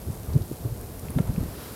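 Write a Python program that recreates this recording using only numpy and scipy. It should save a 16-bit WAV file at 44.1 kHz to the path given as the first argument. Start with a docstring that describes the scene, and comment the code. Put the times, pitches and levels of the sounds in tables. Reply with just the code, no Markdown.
"""Light wind over a snow field. From the start, air rushes softly, drifting snow hisses and single grains
tick nearby, while turbulence rumbles at the microphone port and eddies buffet it with short low thuds.
The hardest thud comes at 0.36 s. After 1 s the thuds crowd together, the rush grows and one soft bump
rings the housing. Towards the end a gust brings a coarser sweep of snow and the rumble falls away."""
import sys
import numpy as np
from scipy import signal
from scipy.fft import rfft, irfft, next_fast_len
from scipy.io import wavfile

SR = 44100
rng = np.random.default_rng(int(sys.argv[2]) if len(sys.argv) > 2 else 0)


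def master(y):
    """Save y as 16-bit WAV."""
    cut = np.clip(np.atleast_2d(y).T, -1, 1)
    pcm = np.round(cut * 32767)  # scale
    wavfile.write(sys.argv[1], SR, pcm.astype(np.int16))


N = 77175
T = np.arange(N) / SR


# Eddies at the port: centre_s, peak_db, pitch_hz, half_length_s
PORT_EDDIES = [(0.082, -23, 78, 0.011), (0.086, -31, 334, 0.0019), (0.102, -21.5, 126, .005),
               (0.318, -26, 74, 0.017), (0.362, -10, 136.3, 0.008), (0.416, -21.5, 92, .009),
               (0.516, -20, 317, 0.0013), (0.524, -27.5, 137, .011), (0.653, -28, 334, 0.0018),
               (0.661, -20, 115, 0.011), (0.723, -25, 117, .012), (1.035, -29.5, 110, 0.0069),
               (1.102, -25, 223, 0.0036), (1.169, -14, 145, 0.0062), (1.176, -21.5, 251.4, 0.0095),
               (1.204, -12.5, 154, 0.0038), (1.206, -24.5, 352, 0.0024), (1.296, -15.5, 105, 0.0034),
               (1.306, -19.5, 164, 0.0046), (1.342, -28, 191, 0.0082), (1.383, -15.5, 160, .005),
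               (1.412, -19, 97, .006), (1.432, -22.5, 256, 0.0027), (1.458, -29, 170, 0.0064)]
# Wake spectrum: freq_hz, density_db
WAKE_SPECTRUM = [(25, -10), (60, -2.5), (130, 0.5), (250, -4.5), (450, -10.5), (800, -30.5), (1600, -52)]

def buffets(push_db=-8.5, push_pitch_ratio=0.46, wake_db=-13.5, wake_length_ratio=1.93, leak_hz=30):
    """Each eddy swings the port pressure for a cycle or two, pushes more slowly and churns a wake."""
    pressure, wake_power = np.zeros(N), np.zeros(N)
    for centre_s, peak_db, pitch_hz, half_length_s in PORT_EDDIES:
        swing_phase, push_phase = rng.random(2)
        age_s = T - centre_s
        swell = from_db(peak_db) * (1 + .5 * (age_s / half_length_s) ** 2) ** -2
        swing = np.sin(2 * np.pi * (pitch_hz * age_s + swing_phase))
        push = np.sin(2 * np.pi * (push_pitch_ratio * pitch_hz * age_s + push_phase))
        pressure += swell * (swing + from_db(push_db) * push)
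        wake_s = half_length_s * wake_length_ratio
        wake_power += from_db(peak_db) ** 2 * np.exp(-2 * np.abs(age_s) / wake_s)
    wake = from_db(wake_db) * np.sqrt(wake_power) * noise(WAKE_SPECTRUM)
    # Slow pressure changes leak past the diaphragm.
    leak = signal.butter(2, leak_hz, "high", fs=SR, output="sos")
    return signal.sosfilt(leak, pressure) + wake


# Rumble envelope: time_s, level_db
RUMBLE_ENVELOPE = [(0, -40.5), (.2, -40.5), (.4, -36.5), (.58, -43), (.82, -40), (.95, -37.5), (1.1, -39.5),
                   (1.25, -34.5), (1.45, -35), (1.62, -44), (1.75, -48)]
# Rumble spectrum: freq_hz, density_db
RUMBLE_SPECTRUM = [(20, -31), (40, -3.5), (80, -0.5), (130, -6), (200, -12.5), (350, -28.5), (700, -24.5)]

def port_rumble():
    """Continuous turbulence at the microphone port."""
    return envelope(RUMBLE_ENVELOPE) * noise(RUMBLE_SPECTRUM) * flutter(depth_db=2.5, rate_hz=13.3)


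# Rush envelope: time_s, level_db
RUSH_ENVELOPE = [(0, -45.5), (.3, -44), (.6, -44), (.95, -44), (1.2, -40.5), (1.4, -42), (1.55, -42),
                 (1.75, -43.5)]
# Rush spectrum: freq_hz, density_db
RUSH_SPECTRUM = [(100, -2.5), (250, 1.5), (420, 0), (650, -5), (1000, -11), (1600, -18), (2600, -24.5),
                 (5000, -40), (10000, -40)]

def air_rush():
    """Air flows unsteadily over the field."""
    return envelope(RUSH_ENVELOPE) * noise(RUSH_SPECTRUM) * flutter(depth_db=0.96, rate_hz=9.7)


# Hiss envelope: time_s, level_db
HISS_ENVELOPE = [(0, -49), (.4, -49.5), (.58, -48.5), (.75, -49.5), (1.0, -49), (1.3, -49), (1.5, -48.5),
                 (1.75, -46.5)]
# Hiss spectrum: freq_hz, density_db
HISS_SPECTRUM = [(1000, -20), (2500, -9), (4500, -5), (6500, -6.5), (9000, -3), (11500, 0), (13000, 1),
                 (14500, -3.5), (16000, -10.5)]

def snow_hiss(grains_per_s=700, spread_db=4.5, grains_db=-9.5, t60_cycles=4.5):
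    """Fine drifting snow: a smooth hiss plus countless tiny ringing impacts."""
    sizes = from_db(spread_db * np.minimum(rng.exponential(1, N), 5))
    signs = rng.choice([-1, 1], N)
    clicks = sizes * signs * (rng.random(N) < grains_per_s / SR)
    pitches_hz = np.geomspace(7000, 14500, 10)
    pitch_index = rng.integers(0, len(pitches_hz), N)
    grains = sum(ring(clicks * (pitch_index == k), hz, t60_cycles / hz)
                 for k, hz in enumerate(pitches_hz))
    return envelope(HISS_ENVELOPE) * (noise(HISS_SPECTRUM) + from_db(grains_db) * unit_rms(grains))


# Sweep envelope: time_s, level_db
SWEEP_ENVELOPE = [(0, -67), (1.0, -66), (1.25, -60.5), (1.48, -53.5), (1.63, -46.5), (1.75, -50.5)]
# Sweep spectrum: freq_hz, density_db
SWEEP_SPECTRUM = [(500, -11), (1200, 8), (2200, -0.5), (3500, -0.5), (5000, 0.5), (7500, -12),
                  (12000, -1.5), (16000, -16)]

def snow_sweep():
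    """A late gust drives a coarser sweep of snow."""
    return envelope(SWEEP_ENVELOPE) * noise(SWEEP_SPECTRUM)


# Grain landings: start_s, level_db, centre_hz, t60_s, bandwidth_ratio
GRAIN_LANDINGS = [(0.127, -43, 10000, .010, .6), (0.1443, -35.5, 10800, .010, .45),
                  (0.333, -45, 4800, 0.048, 0.44), (0.421, -45, 4800, .025, 0.55),
                  (0.500, -44, 8000, .005, .9), (0.521, -40, 7000, .007, 1.1),
                  (0.812, -37, 11000, .012, 0.57), (0.994, -38, 10100, 0.022, 0.88),
                  (1.085, -41.5, 2370, 0.018, .4), (1.105, -35, 10650, .018, .12),
                  (1.193, -38, 9000, 0.0064, 0.45), (1.340, -40.5, 6000, 0.0058, 1.2),
                  (1.361, -39, 2000, 0.017, .9)]

def grain_ticks():
    """Larger grains land near the microphone, one noise burst each."""
    return sum(from_db(level_db) * burst(start_s, centre_hz, t60_s, bandwidth_ratio)
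               for start_s, level_db, centre_hz, t60_s, bandwidth_ratio in GRAIN_LANDINGS)


# Housing modes: pitch_hz, level_db, t60_s
HOUSING_MODES = [(355, -1, 0.045), (593, 0.5, 0.048), (727, -1, 0.033), (925, -8.5, 0.052),
                 (1368, -6, 0.047), (2120, -11, 0.029), (2700, -15.5, .018), (3270, -15.5, 0.014)]

def housing_bump(start_s=1.1858, body_db=-27, crunch_db=-33):
    """A soft knock rings the housing, with a short crunch at the contact."""
    click = np.zeros(N)
    click[int(start_s * SR)] = 1
    body = sum((-1) ** k * from_db(level_db) * ring(click, pitch_hz, t60_s)
               for k, (pitch_hz, level_db, t60_s) in enumerate(HOUSING_MODES))
    crunch = burst(start_s, centre_hz=2080, t60_s=0.017, bandwidth_ratio=1.1)
    return from_db(body_db) * body + from_db(crunch_db) * crunch


def from_db(db):
    """Decibels to gain."""
    return 10 ** (np.asarray(db) / 20)


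def unit_rms(x):
    """Scale to rms 1."""
    return x / np.sqrt(np.mean(x ** 2) + 1e-20)


def envelope(points):
    """Gain over time from time_s, level_db points."""
    return from_db(np.interp(T, *np.transpose(points)))


def noise(spectrum):
    """Noise of rms 1 shaped by freq_hz, density_db points, rolled off beyond both ends."""
    freq_hz, density_db = np.transpose(spectrum)
    size = next_fast_len(N)
    bins_hz = np.maximum(np.arange(size // 2 + 1) * SR / size, 1)
    gain = from_db(np.interp(np.log(bins_hz), np.log(freq_hz), density_db))
    rolloff = np.minimum(bins_hz / freq_hz[0], 1) * np.minimum(freq_hz[-1] / bins_hz, 1) ** 2
    return unit_rms(irfft(rfft(rng.standard_normal(size)) * gain * rolloff, size)[:N])


def flutter(depth_db, rate_hz):
    """Random unsteadiness of the flow, as a gain; depth_db is rms."""
    hop, settle_steps = 40, 2000
    pole = np.exp(-2 * np.pi * rate_hz * hop / SR)
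    white = rng.standard_normal(N // hop + 2 + settle_steps)
    slow = signal.lfilter([1], [1, -2 * pole, pole * pole], white)[settle_steps:]
    drift = np.interp(np.arange(N) / hop, np.arange(len(slow)), unit_rms(slow))
    return from_db(depth_db * drift)


def ring(clicks, pitch_hz, t60_s):
    """Resonator: a unit click starts a decaying sine of height 1."""
    radius = from_db(-60 / (t60_s * SR))
    step_rad = 2 * np.pi * pitch_hz / SR
    feedback = [1, -2 * radius * np.cos(step_rad), radius * radius]
    return signal.lfilter([0, np.sin(step_rad)], feedback, clicks + 1e-18)


def burst(start_s, centre_hz, t60_s, bandwidth_ratio):
    """A sudden, decaying puff of noise in one band."""
    edge_ratio = 1 + bandwidth_ratio / 2
    edges_hz = [centre_hz / edge_ratio, min(centre_hz * edge_ratio, .45 * SR)]
    band = signal.butter(2, edges_hz, "band", fs=SR, output="sos")
    decay = (T >= start_s) * from_db(-60 * np.maximum(T - start_s, 0) / t60_s)
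    return decay * unit_rms(signal.sosfilt(band, rng.standard_normal(N)))


def scene():
    """All sources at one microphone."""
    wind = port_rumble() + air_rush() + buffets()
    snow = snow_hiss() + snow_sweep() + grain_ticks()
    return (wind + snow + housing_bump())[None]


def record(dry):
    """A steep low-pass cuts the top treble."""
    cutoff_hz = 15800
    return signal.sosfilt(signal.ellip(12, .1, 90, cutoff_hz, fs=SR, output="sos"), dry)


dry = scene()
out = record(dry)
master(out)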